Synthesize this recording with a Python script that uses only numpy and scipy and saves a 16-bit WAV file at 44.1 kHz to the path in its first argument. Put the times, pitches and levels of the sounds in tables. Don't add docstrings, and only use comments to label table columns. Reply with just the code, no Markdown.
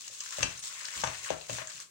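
import sys
import numpy as np
from scipy import signal
from scipy.fft import rfft, irfft
from scipy.io import wavfile
from scipy.ndimage import uniform_filter1d

SR = 44100
rng = np.random.default_rng(int(sys.argv[2]) if len(sys.argv) > 2 else 0)


def persist_wave(psi):
    counts = np.round(np.clip(psi, -1, 1) * 32767).astype(np.int16)
    wavfile.write(sys.argv[1], SR, np.atleast_2d(counts).T)


N = 83790


def filling(count):
    share = 1 / count
    out = 0
    for place in np.linspace(-1, 1, count):
        out = out + heard(crackle(share) + fizz(share) + squelch(share), place)
    return out


# (time [s], length [s], crackle level [dB], squelch level [dB])
FINGER_MOVES = [(-.02, 0.099, -47.5, -62.5), (0.106, 0.09, -48.5, -59.5), (0.202, 0.12, -46.5, -52.5),
                (0.316, 0.11, -42.5, -46), (0.425, 0.096, -48.5, -48), (0.5, 0.1, -49.5, -55),
                (0.619, 0.065, -42.5, -54.5), (0.695, 0.31, -46, -48), (0.952, 0.1, -42.5, -45),
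                (1.046, 0.1, -48, -43), (1.128, 0.14, -46, -50.5), (1.227, 0.11, -47.5, -42.5),
                (1.35, 0.14, -52, -58), (1.484, 0.095, -42, -48), (1.579, 0.039, -45.5, -42.5),
                (1.63, 0.083, -54, -56), (1.687, 0.13, -49, -55), (1.792, 0.031, -48, -54.5)]
MOVE_ATTACK_S, MOVE_RELEASE_S = 0.0049, 0.012


def effort(column):
    t = np.arange(N) / SR
    power = 0
    for start, length, *levels_db in FINGER_MOVES:
        swell = np.clip((t - start) / MOVE_ATTACK_S, 0, 1)
        release = np.exp(-np.maximum(t - start - length, 0) / MOVE_RELEASE_S)
        power = power + (undb(levels_db[column]) * swell * release) ** 2
    return np.sqrt(power)


# (frequency [Hz], level per Hz [dB])
CRACKLE_COLOUR = [(300, -31), (1500, -13), (2700, -5), (4000, -2), (5400, -2.5), (6400, 1.5), (7700, -1.5),
                  (9000, -10.5), (10500, -19.5), (13500, -31), (15400, -21)]
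CRACKLE_PER_S, CRACKLE_SPREAD_DB, CRACKLE_FLICKER_DB = 6000, 4, 1.5


def crackle(share):
    size = undb(CRACKLE_SPREAD_DB * np.minimum(rng.exponential(size=N), 2 * np.e))
    bursting = rng.random(N) < share * CRACKLE_PER_S / SR
    clicks = bursting * size * rng.choice([-1, 1], N)
    flicker = undb(CRACKLE_FLICKER_DB * walk(59.63))
    return np.sqrt(share) * unit(colour(clicks, CRACKLE_COLOUR)) * effort(0) * flicker


# (frequency [Hz], level per Hz [dB])
SQUELCH_COLOUR = [(100, -19.5), (350, -7), (600, -9), (780, -18.5), (1050, 1), (1600, 1), (2100, 0.5),
                  (2600, 0.5), (4000, -9.5), (9000, -24)]
SQUELCH_PER_S, SQUELCH_SPREAD_DB, SQUELCH_FLICKER_DB = 900, 3, 1.23
BUBBLE_LOW_HZ, BUBBLE_HIGH_HZ, BUBBLE_CYCLES = 458, 4430, 1.9


def squelch(share):
    swarm = bubbles(share * SQUELCH_PER_S, BUBBLE_LOW_HZ, BUBBLE_HIGH_HZ, BUBBLE_CYCLES, SQUELCH_SPREAD_DB)
    flicker = undb(SQUELCH_FLICKER_DB * walk(40.63))
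    return np.sqrt(share) * unit(colour(swarm, SQUELCH_COLOUR)) * effort(1) * flicker


FIZZ_PER_S, FIZZ_SPREAD_DB, FIZZ_DB = 400, 4.5, -3
FIZZ_LOW_HZ, FIZZ_HIGH_HZ, FIZZ_CYCLES = 2200, 9030, 3.9


def fizz(share):
    swarm = bubbles(share * FIZZ_PER_S, FIZZ_LOW_HZ, FIZZ_HIGH_HZ, FIZZ_CYCLES, FIZZ_SPREAD_DB)
    return np.sqrt(share) * undb(FIZZ_DB) * unit(colour(swarm, CRACKLE_COLOUR)) * effort(0)


BUBBLE_GLIDE = 0.11


def bubbles(per_s, low_hz, high_hz, cycles, spread_db):
    out = np.zeros(N)
    for when, pitch, size, side in rng.random((int(per_s * N / SR), 4)):
        hz = low_hz * (high_hz / low_hz) ** pitch
        size_db = spread_db * min(-np.log(1 - size), np.pi)
        gain = undb(size_db) * np.sign(side - .5) * hz / high_hz
        add(out, when * N / SR, gain * cavity(hz, .5 / hz, cycles / hz, BUBBLE_GLIDE))
    return out


def cavity(hz, rise_s, decay_s, glide):
    t = seconds(rise_s + 10 * decay_s)
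    envelope = (1 - np.exp(-(t / rise_s) ** 2)) * np.exp(-t / decay_s)
    pitch = hz * (1 + glide * np.tanh(t / decay_s / 2))
    return envelope / envelope.max() * np.sin(2 * np.pi * np.cumsum(pitch) / SR)


# (frequency [Hz], level per Hz [dB])
SNAP_COLOUR = [(150, -7), (700, -6.5), (2300, 6), (3600, -3), (5300, -5.5), (6200, 3.5), (7200, -7),
               (8600, -11.5), (10000, -44), (15000, -44)]
# (time [s], starting pitch [Hz], ring level [dB], rise [s], decay [s], snap level [dB])
AIR_POCKETS = [(0.098, 527, -49.5, 0.0009, 0.0018, -45), (0.119, 480, -52, 0.00099, 0.0025, -66),
               (.2605, 1470, -36, 0.0016, 0.0016, -36), (0.3836, 580, -30.5, 0.00082, 0.0046, -34),
               (0.392, 1580, -29, 0.00061, 0.00065, -30), (0.4074, 1060, -31, 0.00064, 0.0021, -23),
               (0.4289, 1895, -18, 0.00043, 0.001, -10.5), (0.431, 2480, -9.5, 0.0004, 0.00067, -10),
               (0.434, 860, -25.5, 0.00056, .0012, -32), (0.638, 1020, -44.5, .0005, 0.0043, -35.5),
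               (0.885, 1740, -31, 0.00047, 0.0017, -28), (0.953, 1590, -37, 0.0008, 0.0012, -32),
               (1.0367, 727, -15, 0.00028, 0.0012, -25), (1.0366, 1690, -17.5, 0.00035, 0.0012, -28),
               (1.038, 2870, -25, 0.00043, .0009, -22), (1.0394, 980, -19.5, 0.00063, 0.0019, -16.5),
               (1.041, 580, -31, 0.00055, 0.0024, -43), (1.0464, 1490, -21, 0.00015, 0.00069, -29),
               (1.0745, 1150, -18, 0.000076, 0.00058, -22), (1.0736, 2580, -19.5, 0.00023, 0.00047, -35),
               (1.3041, 560, -15.5, 0.0016, 0.00075, -29), (1.3048, 1050, -25.5, 0.00027, 0.00074, -21.5),
               (1.3052, 302, -28, 0.00096, 0.0043, -39), (1.4957, 575, -26.5, 0.00053, 0.0029, -29),
               (1.497, 2590, -29, 0.00077, 0.0013, -28), (1.569, 2690, -34, 0.0003, 0.00089, -39),
               (1.585, 1580, -25.5, 0.00078, 0.00079, -28), (1.585, 900, -24, 0.00024, 0.00056, -35),
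               (1.612, 625, -39.5, 0.0038, 0.0076, -48), (1.681, 1620, -37, 0.0011, 0.0017, -49),
               (1.779, 2480, -43, 0.0007, 0.0019, -49)]
POP_GLIDE, SNAP_DECAY_S = 0.013, 0.00076


def pops():
    out = np.zeros(N)
    for start, hz, ring_db, rise, decay, snap_db in AIR_POCKETS:
        add(out, start, undb(ring_db) * cavity(hz, rise, decay, POP_GLIDE))
        add(out, start, undb(snap_db) * burst(SNAP_DECAY_S, SNAP_COLOUR))
    return out


# (time [s], level [dB], centre frequency [Hz])
STRANDS = [(.008, -36, 6400), (.056, -41.5, 3530), (0.058, -54, 6860), (.0785, -30, 6700),
           (.121, -49, 7430), (0.1375, -42, 7360), (0.148, -36, 6800), (0.204, -31, 6300),
           (0.2057, -27.5, 6650), (0.3067, -31, 6900), (0.3233, -34, 6500), (0.5745, -36, 7360),
           (0.593, -36, 8550), (0.6559, -32, 6680), (.79, -40, 6600), (0.8525, -26.5, 5450),
           (1.015, -28, 6000), (1.4125, -35, 4030), (1.6724, -30, 7400), (1.703, -36, 4330),
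           (1.8012, -34, 7040)]
TICK_DECAY_S, TICK_WIDTH_OCT = 0.0022, 0.31


def ticks():
    out, ratio = np.zeros(N), 2 ** TICK_WIDTH_OCT
    for start, db, hz in STRANDS:
        band = [(hz / 10, -24), (hz / ratio ** 2, -8), (hz, 0), (hz * ratio, -11), (hz * ratio ** 2, -38)]
        add(out, start, undb(db) * burst(TICK_DECAY_S, band))
    return out


def burst(decay_s, points):
    t = seconds(.03)
    envelope = np.exp(-t / decay_s)
    crack = colour(rng.standard_normal(len(t)) * envelope, points)
    return unit(crack) * np.sqrt(np.mean(envelope ** 2))


# (frequency [Hz], relative level [dB], time to fall 60 dB [s])
TABLE_MODES = [(55, -10, 0.36), (74, -4, 0.29), (118.7, -0.5, 0.29), (132.8, 3, 0.18), (161, -7, 0.33),
               (184, -3, 0.24), (271.7, 3, 0.12), (346.4, 1.5, 0.17), (470, -11, 0.16), (670, -6, 0.31)]
# (time [s], force level [dB], decay [s])
BOWL_PUSHES = [(0.101, -59, 0.016), (.383, -40, 0.079), (0.43, -34.5, 0.029), (0.491, -44, 0.021),
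               (.525, -56.5, 0.017), (.96, -47.5, 0.13), (1.038, -38.5, 0.027), (1.059, -43.5, 0.028),
               (1.304, -37, 0.034), (1.496, -39, 0.034), (1.522, -41, 0.022), (1.575, -50, 0.02),
               (1.618, -48, 0.015), (1.739, -57.5, 0.029)]
PUSH_RISE_S = 0.00043
THUD_DB, THUD_TOP_HZ = -4.5, 307


def bowl():
    out, t = np.zeros(N), seconds(.4)
    ring = 0
    for hz, db, t60 in TABLE_MODES:
        ring = ring + undb(db - 60 * t / t60) * np.sin(2 * np.pi * hz * t)
    thud_band = signal.butter(2, [50, THUD_TOP_HZ], "band", fs=SR, output="sos")
    thud = signal.sosfilt(thud_band, signal.unit_impulse(len(t)))
    response = ring / np.linalg.norm(ring) + undb(THUD_DB) * thud / np.linalg.norm(thud)
    for start, db, decay in BOWL_PUSHES:
        force = undb(db) * (1 - np.exp(-t / PUSH_RISE_S)) * np.exp(-t / decay)
        knock = signal.fftconvolve(force * rng.standard_normal(len(t)), response)
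        add(out, start, knock * np.linalg.norm(force) / np.linalg.norm(knock))
    return out


def heard(sound, place=0):
    left, right = signal.fftconvolve(sound[None], kitchen(), axes=1)[:, :N]
    return microphones(left, right, place)


RIGHT_LAG_S, LAG_SPREAD_S = .00113, .0001


def microphones(left, right, place=0):
    lag = max(round((RIGHT_LAG_S + place * LAG_SPREAD_S) * SR), 0)
    return np.array([left, np.pad(right, (lag, 0))[:N]])


# (frequency [Hz], gain at the peak [dB], time to fall 60 dB [s])
BOWL_HOLLOW = [(636.4, 4, 0.28), (1050, -15, 0.31), (1740, -12, 0.32), (2340, -5, 0.29)]
# (frequency [Hz], time to fall 60 dB [s])
ROOM_DECAY = [(100, 0.083), (600, 0.39), (2000, 0.3), (6000, 0.28), (14000, 0.28)]
# (frequency [Hz], level against the direct sound [dB])
ROOM_LOUDNESS = [(100, -9.5), (600, -3), (2000, -2.5), (6000, -3), (14000, -6)]
ROOM_ONSET_S, EARLY_DB, EARLY_S = 0.0033, -6, 0.0068
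SHARED_BELOW_HZ = 400


def kitchen():
    t = seconds(.4)
    noise, early = rng.standard_normal((2, 2, len(t)))
    f = np.fft.rfftfreq(len(t), 1 / SR)
    apart = 1 - np.exp(-(f / SHARED_BELOW_HZ) ** 2)
    left, right = rfft(noise)
    spectra = np.array([left, np.sqrt(1 - apart) * left + np.sqrt(apart) * right])

    octave = np.log2(np.clip(f, 125, 16000))
    tail = 0
    for hz in 125 * 2 ** np.arange(8):
        envelope = (1 - np.exp(-t / ROOM_ONSET_S)) * np.exp(-np.log(1000) * t / at_hz(ROOM_DECAY, hz))
        band = irfft(spectra * np.maximum(1 - abs(octave - np.log2(hz)), 0), len(t))
        tail = tail + band * envelope / np.linalg.norm(envelope) * undb(at_hz(ROOM_LOUDNESS, hz))

    envelope = t * np.exp(-2 * t / EARLY_S)
    early = irfft(rfft(early * envelope / np.linalg.norm(envelope)) * apart, len(t))
    hollow = 0
    for hz, db, t60 in BOWL_HOLLOW:
        gain = undb(db) * 2 * np.log(1000) / (t60 * SR)
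        hollow = hollow + gain * np.exp(-np.log(1000) * t / t60) * np.cos(2 * np.pi * hz * t)
    return signal.unit_impulse(len(t)) + undb(EARLY_DB) * early + hollow + tail


# (frequency [Hz], level per Hz [dB])
AIR_COLOUR = [(25, -31), (60, -14), (110, -1.5), (200, -4), (600, -6.5), (2000, -31), (8000, -9),
              (15000, -29)]
AIR_DB = -65


def kitchen_air():
    noises = rng.standard_normal((2, N))
    return undb(AIR_DB) * np.array([unit(colour(noise, AIR_COLOUR)) for noise in noises])


def undb(db):
    return 10 ** (np.asarray(db) / 20)


def unit(x):
    return x / np.sqrt(np.mean(x ** 2))


def at_hz(points, hz):
    f, v = np.array(points).T
    return np.interp(np.log(np.maximum(hz, 1)), np.log(f), v)


def colour(x, points):
    size = 2048
    level = undb(at_hz(points, np.fft.rfftfreq(size, 1 / SR)))
    cepstrum = irfft(np.log(level), size)
    cepstrum[1:size // 2] *= 2
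    cepstrum[size // 2 + 1:] = 0
    return signal.oaconvolve(x, irfft(np.exp(rfft(cepstrum)), size))[:len(x)]


def add(out, start_s, sound):
    i = max(int(start_s * SR), 0)
    out[i:i + len(sound)] += sound[:max(len(out) - i, 0)]


def seconds(length_s):
    return np.arange(int(length_s * SR)) / SR


def walk(rate):
    k = int(SR / rate)
    steps = np.repeat(rng.standard_normal(N // k + 1), k)
    return unit(uniform_filter1d(steps, k)[:N])


def scene():
    knocks = bowl()
    return filling(count=4) + heard(pops() + ticks()) + microphones(knocks, knocks) + kitchen_air()


# (frequency [Hz], level [dB])
RIGHT_COLOUR = [(60, -13), (140, -1), (270, -8.5), (550, -10), (1100, -10), (2200, -10.5), (4200, -8),
                (6500, -4), (8000, 1), (11000, 5.5), (15000, 9)]
TOP_HZ = 15800


def record(dry):
    bass_cut = signal.butter(5, 45, "high", fs=SR, output="sos")
    top_cut = signal.ellip(8, .2, 70, TOP_HZ, fs=SR, output="sos")
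    coloured = signal.sosfilt(bass_cut, [dry[0], colour(dry[1], RIGHT_COLOUR)])
    return signal.sosfilt(top_cut, coloured)


dry = scene()
out = record(dry)
persist_wave(out)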